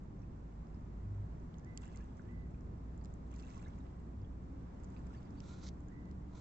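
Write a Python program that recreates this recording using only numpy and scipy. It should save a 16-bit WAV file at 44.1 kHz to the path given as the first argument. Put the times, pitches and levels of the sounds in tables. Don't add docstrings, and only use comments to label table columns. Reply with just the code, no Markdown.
import sys
import numpy as np
from scipy import signal
from scipy.fft import rfft, irfft, next_fast_len
from scipy.io import wavfile
from scipy.ndimage import map_coordinates

SR = 44100
rng = np.random.default_rng(int(sys.argv[2]) if len(sys.argv) > 2 else 0)


def int16_out(signal):
    q = np.round(np.clip(np.atleast_2d(signal).T, -1, 1) * 32767)
    wavfile.write(sys.argv[1], SR, q.astype(np.int16))


N = 282372

# (frequency [Hz], relative level [dB])
FIZZ_COLOUR = [(500, -20), (800, 2), (1150, 7.5), (1700, -0.5), (2450, -0.5), (3200, -0.5), (5000, -6.5),
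               (7500, 1)]


def amp(db):
    return 10 ** (np.asarray(db) / 20)


def unit(x):
    return x / np.sqrt(np.mean(x ** 2) + 1e-20)


def along(points, hz):
    knots_hz, values = np.transpose(points)
    return np.interp(np.log(hz + 1), np.log(knots_hz + 1), values)


def wobble(rate):
    knots = rng.standard_normal(int(N * rate / SR) + 4)
    return map_coordinates(knots, [np.arange(N) * rate / SR])


def swell(start, crest, end, range_db):
    t = np.arange(N) / SR
    before = (crest - t) / max(crest - start, 1e-3)
    after = (t - crest) / max(end - crest, 1e-3)
    return amp(-range_db * np.maximum(before, after))


def filtered(x, response):
    size = next_fast_len(N + SR // 2)
    return irfft(rfft(x, size) * response(np.fft.rfftfreq(size, 1 / SR)), size)[..., :N]


def add(track, s, sound):
    part = track[max(round(s * SR), 0):][:len(sound)]
    part += sound[:len(part)]


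def strewn(density, count):
    share = np.cumsum(density) / np.sum(density)
    return [(np.searchsorted(share, (k + when) / count) / SR, 2 * chance - 1)
            for k, (when, chance) in enumerate(rng.random((count, 2)))]


def at_ports(x, lag_ms):
    return filtered(x, lambda hz: np.exp(np.outer([-1j, 1j], np.pi * hz * lag_ms / 1000)))


def pan(right_db):
    return amp([[-right_db / 2], [right_db / 2]])


def placed(x, right_db, lag_ms, echo_db, t60):
    t = np.arange(SR // 2) / SR
    tail = rng.standard_normal((2, len(t))) * np.exp(-np.log(1000) * t / t60)
    echo = signal.fftconvolve(x[None], tail / np.linalg.norm(tail[0]), axes=1)[:, :N]
    return (at_ports(x, lag_ms) + amp(echo_db) * echo) * pan(right_db)


def diffuse(colour):
    # (frequency [Hz], correlation [-1 to 1])
    likeness = [(60, 0.95), (140, 0.96), (220, 0.86), (350, 0.67), (540, -0.032), (840, -0.46),
                (1300, -0.24), (2000, .12), (3100, -0.059)]
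    # (frequency [Hz], left minus right [dB])
    lean = [(100, -1), (300, 1), (600, 0.5), (1100, -2), (2000, -4), (3500, 3), (7000, -1)]

    def mid_side_gains(hz):
        width = np.arccos(np.clip(along(likeness, hz), -1, 1)) / 2
        return amp(along(colour, hz)) * [np.cos(width), np.sin(width)]

    mid, side = filtered(rng.standard_normal((2, N)), mid_side_gains)
    ports = np.array([mid + side, mid - side])
    return unit(filtered(ports, lambda hz: amp(np.outer([.5, -.5], along(lean, hz)))))


def grains(colour, rate, spread_db):
    sizes = amp(spread_db * np.clip(rng.standard_normal(N), -2, 2)) * rng.choice([-1, 1], N)
    impacts = sizes * (rng.random(N) < rate / SR)
    return unit(filtered(impacts, lambda hz: amp(along(colour, hz))))


def patter(colour, rate, spread_db, right_db, scatter_db, lag_ms=0):
    common, left, right = [grains(colour, rate, spread_db) for _ in range(3)]
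    return (at_ports(common, lag_ms) + amp(scatter_db) * np.array([left, right])) * pan(right_db)


def background():
    # (time [s], relative level [dB])
    drift = [(0.0, -52.5), (0.86, -55), (1.07, -52), (5.99, -53), (6.4, -56.5)]
    # (frequency [Hz], relative level [dB])
    rumble_colour = [(12, -7), (25, -3.5), (40, -1.5), (65, 3), (85, 0.2), (140, -2.5), (190, -4),
                     (270, -8), (350, -12), (470, -20), (700, -30), (1500, -71)]
    # (frequency [Hz], relative level [dB])
    air_colour = [(150, -22), (450, 2), (700, 3.5), (1000, 2), (1500, -7.5), (2100, -13), (2800, -20.5),
                  (4000, -23.5), (7600, -25)]
    drift_db = np.interp(np.arange(N) / SR, *np.transpose(drift))
    rumble = amp(drift_db + 3.5 + 1.08 * wobble(7.7)) * diffuse(rumble_colour)
    air = amp(-64 + 1.1 * wobble(2.362)) * diffuse(air_colour)
    return rumble + air


def drone(hz, flutter):
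    phase = 2 * np.pi * np.cumsum(hz) / SR
    return unit((1 + flutter * wobble(7)) * np.sin(phase) + flutter * wobble(7) * np.cos(phase))


def engines():
    t = np.arange(N) / SR
    deep_hz, second_hz = 50.5 + 2.63 * t, 156.44 + 4.75 * t
    gear_ratio, loudest_s, fade_db_per_s = 4.37, 2.8, 0.5
    deep = amp(-51 - fade_db_per_s * np.abs(t - loudest_s)) * drone(deep_hz, flutter=0.43)
    whine = amp(-66) * drone(gear_ratio * deep_hz, flutter=0.46)
    second = amp(-60.5) * drone(second_hz, flutter=0.51)
    return (deep + whine + second) * pan(right_db=0.8)


def hums():
    # (middle [s], length [s], pitch [Hz], level [dB])
    low_tones = [(0.801, 1.26, 60.2, -62.5), (1.143, 0.31, 100.5, -43), (4.209, 0.1002, 97.5, -45)]
    out = np.zeros(N)
    for middle, length, hz, db in low_tones:
        t = np.arange(int(length * SR)) / SR
        envelope = amp(db) * signal.windows.tukey(len(t), .6)
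        add(out, middle - length / 2, envelope * np.sqrt(2) * np.sin(2 * np.pi * hz * t))
    return out


def gull():
    # (start [s], length [s], top pitch [Hz], relative level [dB], pitch arch [ratio],
    # fade over the cry [dB], second voice against the first [dB])
    cries = [(1.621, .255, 2050, -59, 0.132, 13.5, -15), (2.246, 0.24, 2023, -61.5, 0.11, 11, -16),
             (5.873, .25, 2048, -65.5, .29, 5.5, -4)]
    lead_s, break_s, lead_drop, lead_db = .042, 0.0066, 0.11, -9
    hoarse_rad = 0.58
    out = np.zeros(N)
    for start, length, top_hz, db, arch, fade_db, second_db in cries:
        t = np.arange(int(length * SR)) / SR
        progress = t / length
        lead = .5 - .5 * np.tanh((t - lead_s) / break_s)
        hz = top_hz * (1 - lead_drop * lead - arch * (progress - .55) ** 2)
        phase = 2 * np.pi * np.cumsum(hz) / SR
        first, second, undertone = [np.sin(ratio * phase + hoarse_rad * wobble(200)[:len(t)])
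                                    for ratio in (1, 0.96, 3 / 4)]
        edges = np.minimum(t / 0.013, 1) * np.minimum((length - t) / 0.018, 1)
        envelope = amp(db - fade_db * progress + lead_db * lead) * edges
        add(out, start, envelope * (first + amp(second_db) * second + amp(-18.5) * undertone))
    return out


def peeps():
    # (start [s], length [s], top pitch [Hz], relative level [dB], pitch arch [ratio])
    notes = [(5.157, .038, 4650, -73.5, .14), (5.246, 0.022, 4820, -78, .1),
             (5.37, 0.029, 4600, -72.5, .05)]
    out = np.zeros(N)
    for start, length, top_hz, db, arch in notes:
        progress = np.arange(int(length * SR)) / (length * SR)
        hz = top_hz * (1 - arch * (progress - .4) ** 2)
        phase = 2 * np.pi * np.cumsum(hz) / SR + .35 * wobble(400)[:len(hz)]
        add(out, start, amp(db) * signal.windows.tukey(len(hz), .6) * np.sin(phase))
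    return out


def birds():
    far = placed(gull(), right_db=9, lag_ms=0.71, echo_db=-7.5, t60=.45)
    near = placed(peeps(), right_db=11, lag_ms=0, echo_db=-14, t60=.15)
    return amp(-3) * (far + near)


def clack():
    # (time [s], relative level [dB])
    contacts = [(1.7756, -39.5), (1.77603, -51)]
    # (frequency [Hz], relative level [dB], time to fall 60 dB [s])
    modes = [(3300, -10, 0.0086), (4900, -11, 0.0069), (6100, -7, 0.0056), (7300, 2.5, 0.0024)]
    lowest_hz = 3000
    out, t = np.zeros(N), np.arange(SR // 50) / SR
    ring = sum(amp(db - 60 * t / t60) * np.sin(2 * np.pi * hz * t) for hz, db, t60 in modes)
    ring = signal.lfilter(*signal.butter(4, lowest_hz, "highpass", fs=SR), ring)
    for s, db in contacts:
        add(out, s, amp(db + 4) * ring)
    return placed(out, right_db=6, lag_ms=.41, echo_db=-17, t60=.03)


def scrape():
    # (start [s], peak time [s], release [s], relative level [dB])
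    pushes = [(5.35, 5.485, 0.17, -67.5), (5.43, 5.54, 0.048, -72), (5.54, 5.645, 0.063, -67),
              (6.294, 6.365, .25, -69)]
    slips = [(5.585, 5.638, .035, -67.5), (5.638, 5.673, 0.02, -59), (5.68, 5.689, 0.006, -57)]
    scuffs = [(5.61, 5.648, .025, -67.5), (6.305, 6.332, 0.099, -69.5)]
    # (frequency [Hz], relative level [dB])
    grit_colour = [(700, -23), (1020, 8), (1190, -1), (1390, 11), (1650, -8.5), (2250, 0), (2900, -9),
                   (3900, 3), (4700, -5), (6100, -1.5), (7700, -4.5)]
    rasp_colour = [(900, -28), (1700, -8), (2240, -5), (2600, -17), (3800, -1), (4800, -2.5), (5400, -3),
                   (6200, -2), (7700, -13.5)]
    scuff_colour = [(350, -19), (650, 7), (1000, 7), (1400, -6), (1800, -22), (3000, -45)]

    def effort(strokes):
        return sum(amp(db) * swell(start, peak, peak + release, range_db=20.5)
                   for start, peak, release, db in strokes)

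    grit = patter(grit_colour, rate=16000, spread_db=3.5, right_db=3, scatter_db=-1.5)
    rasp = patter(rasp_colour, rate=7900, spread_db=3, right_db=4, scatter_db=-6.5)
    scuff = patter(scuff_colour, rate=1500, spread_db=3, right_db=5, scatter_db=-4)
    roughness = amp(2 + 1.7 * wobble(130))
    return roughness * (effort(pushes) * grit + effort(slips) * rasp + effort(scuffs) * scuff)


def faint_ticks(density, db, count):
    return [(s, db + 1.5 * size, 6500 * 2 ** (-.3 * size), 0.38) for s, size in strewn(density, count)]


def ticks():
    # (time [s], relative peak [dB], pitch [Hz], width [octaves])
    accents = [(.67, -67.5, 3600, 0.88), (1.542, -61, 3600, 0.6), (1.584, -59.5, 6270, 0.22),
               (1.596, -62, 5500, 0.81), (1.647, -59, 6500, .5), (1.82, -66.5, 7300, .2),
               (1.831, -57, 5500, 1.2), (1.8355, -62, 5800, 0.99), (1.855, -65, 7200, .2),
               (1.879, -60.5, 7300, .15), (1.9602, -52.5, 7140, 0.38), (1.9735, -48, 6550, 0.8),
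               (2.042, -67, 7300, 0.23), (2.977, -65.5, 7260, 0.15), (3.041, -61, 6500, .7),
               (3.048, -53, 5200, 1.2), (3.057, -51.5, 5500, 1.7), (3.1398, -59, 7100, .21),
               (3.316, -61, 6700, .5), (3.3405, -60, 6700, 0.37), (3.3615, -57, 5600, .8),
               (3.365, -61, 6600, .3), (3.385, -60, 6500, .4), (3.39, -59, 7200, .3),
               (3.397, -55.5, 4700, .54), (3.405, -61, 5500, .6), (3.426, -61, 5800, .45),
               (3.483, -61, 5500, 1.1), (3.504, -63, 5500, .3), (3.536, -60, 5000, 1),
               (3.5776, -53.5, 6700, .48), (4.217, -69, 5300, 0.41), (4.801, -66, 6500, .5),
               (4.836, -58, 6840, .46), (4.844, -55, 6700, 0.76), (4.849, -64, 7000, 0.43),
               (4.903, -65, 6800, .35), (4.998, -73, 5500, .7), (5.067, -63, 5800, .9),
               (5.071, -64.5, 5900, .7), (5.131, -70, 7300, .25), (5.137, -70, 5040, .5),
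               (5.4041, -48.5, 4170, 0.72), (5.885, -61.5, 6600, 0.3), (6.056, -65, 5500, 0.94),
               (6.113, -63, 5030, 1.2)]
    crumble_s, crumble_db = 0.001, -10
    spray = faint_ticks(water_flow() ** 3, db=-67.5, count=45)
    strays = faint_ticks(np.ones(N), db=-69, count=6)
    out, t = np.zeros(N), np.arange(SR // 40) / SR
    for s, db, hz, octaves in accents + spray + strays:
        contact = (t == 0) + amp(crumble_db) * rng.standard_normal(len(t)) * np.exp(-t / crumble_s)
        band = np.minimum(hz * 2 ** (abs(octaves) * np.array([-.5, .5])), SR / 2 - 1)
        snap = signal.lfilter(*signal.butter(2, band, "bandpass", fs=SR), contact)
        add(out, s, amp(db + 1.5) * snap / np.abs(snap).max())
    return placed(out, right_db=6, lag_ms=.41, echo_db=-15, t60=.03)


def water_flow():
    # (crest [s], rise [s], ebb [s], relative level [dB])
    laps = [(1.835, .034, .1, -71.5), (1.96, .15, 0.35, -76.5), (3.325, .03, .15, -76),
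            (3.43, .12, .27, -72), (3.575, .16, .24, -73), (4.97, .15, .12, -81), (5.15, .15, .4, -78)]
    trickle = amp(-87)
    return trickle + sum(amp(db) * swell(crest - rise, crest, crest + ebb, range_db=19)
                         for crest, rise, ebb, db in laps)


def bubble(hz, t60, glide):
    t = np.arange(int(t60 * SR)) / SR
    envelope = np.exp(-np.log(1000) * t / t60) * (1 - np.exp(-t / 0.00052))
    return envelope * np.sin(2 * np.pi * hz * t * (1 + glide * t / t60))


def lesser_bubbles(flow, count):
    middle_hz, spread_octaves, db, cycles, glide = 2400, 0.41, -67, 59, 0.12
    pitches = [(s, middle_hz * 2 ** (spread_octaves * chance)) for s, chance in strewn(flow ** 4, count)]
    return [(s, hz, db, cycles / hz, glide) for s, hz in pitches]


def froth(count, cycles, range_db):
    out = np.zeros(N)
    for when, pitch, softness in rng.random((count, 3)):
        hz = 800 * 10 ** pitch
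        add(out, when * N / SR, hz * amp(-range_db * softness) * bubble(hz, cycles / hz, glide=0.09))
    return unit(filtered(out, lambda hz: amp(along(FIZZ_COLOUR, hz))))


def water():
    # (time [s], pitch [Hz], relative level [dB],
    # time to fall 60 dB [s], glide [half the fractional pitch change over the ring])
    clear_bubbles = [(.193, 6100, -66, .0085, 0.17), (.219, 5560, -66, .012, 0.075),
                     (.233, 2440, -65, 0.022, .16), (.745, 5000, -65, .014, .1),
                     (1.831, 1580, -62, 0.054, -.18), (1.832, 3000, -56, 0.012, -0.27),
                     (1.842, 4200, -74, 0.034, -.25), (1.885, 1850, -66.5, 0.036, 0.0093),
                     (1.935, 2730, -68, 0.04, -0.12), (1.948, 2150, -59, 0.032, -.1),
                     (2.003, 1630, -60, .05, .16), (2.003, 2340, -66, 0.035, 0.18),
                     (2.195, 1640, -49, 0.017, -0.37), (2.219, 5800, -66, 0.012, 0.12),
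                     (2.545, 2360, -61.5, .013, .16), (3.013, 4470, -64, .013, 0.12),
                     (3.315, 2340, -64, .014, .16), (3.339, 2290, -58.5, .018, .16),
                     (3.41, 2100, -64, 0.031, .16), (3.432, 2590, -62, .05, .08),
                     (3.539, 2530, -64, 0.044, 0.13), (3.484, 2220, -63, .035, -.1),
                     (3.595, 2300, -63, 0.039, 0.14), (3.627, 2600, -67, 0.029, .1),
                     (3.567, 1065, -52, .05, .1), (3.651, 3710, -59.5, 0.019, .08),
                     (3.66, 1580, -54.5, 0.023, .25), (3.67, 2055, -59.5, 0.061, .2),
                     (3.68, 5800, -65, .018, 0.033), (3.782, 2170, -59.5, .01, 0.21),
                     (3.805, 3730, -66, 0.017, 0.061), (4.246, 3160, -63, .015, 0.13),
                     (4.965, 2400, -53, 0.011, 0.14), (4.965, 3670, -61, 0.0091, 0.13),
                     (4.972, 4500, -58, 0.0069, .1), (5.018, 5700, -71, .01, 0.14),
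                     (5.105, 1260, -55, 0.031, 0.27), (5.144, 1710, -60, .042, 0.08),
                     (5.157, 2050, -65, .028, 0.14), (6.105, 2250, -73, 0.032, -.06)]
    flow, plops = water_flow(), np.zeros(N)
    for s, hz, db, t60, glide in clear_bubbles + lesser_bubbles(flow, count=7):
        add(plops, s, amp(db) * bubble(hz, t60, glide))
    fizz = patter(FIZZ_COLOUR, rate=3400, spread_db=6.5, right_db=2, scatter_db=5.5, lag_ms=.47)
    crackle = amp(0.7 + 2.7 * wobble(90)) * froth(count=14000, cycles=10, range_db=35)
    bubbling = placed(flow * crackle + plops, right_db=5.5, lag_ms=.47, echo_db=-4.5, t60=0.071)
    return amp(-8.5) * flow * fizz + bubbling


def scene():
    return background() + engines() + hums() + birds() + water() + ticks() + clack() + scrape()


def record(dry):
    cutoff_hz = 7850
    return filtered(dry, lambda hz: 1 / np.sqrt(1 + (hz / cutoff_hz) ** 160))


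dry = scene()
out = record(dry)
int16_out(out)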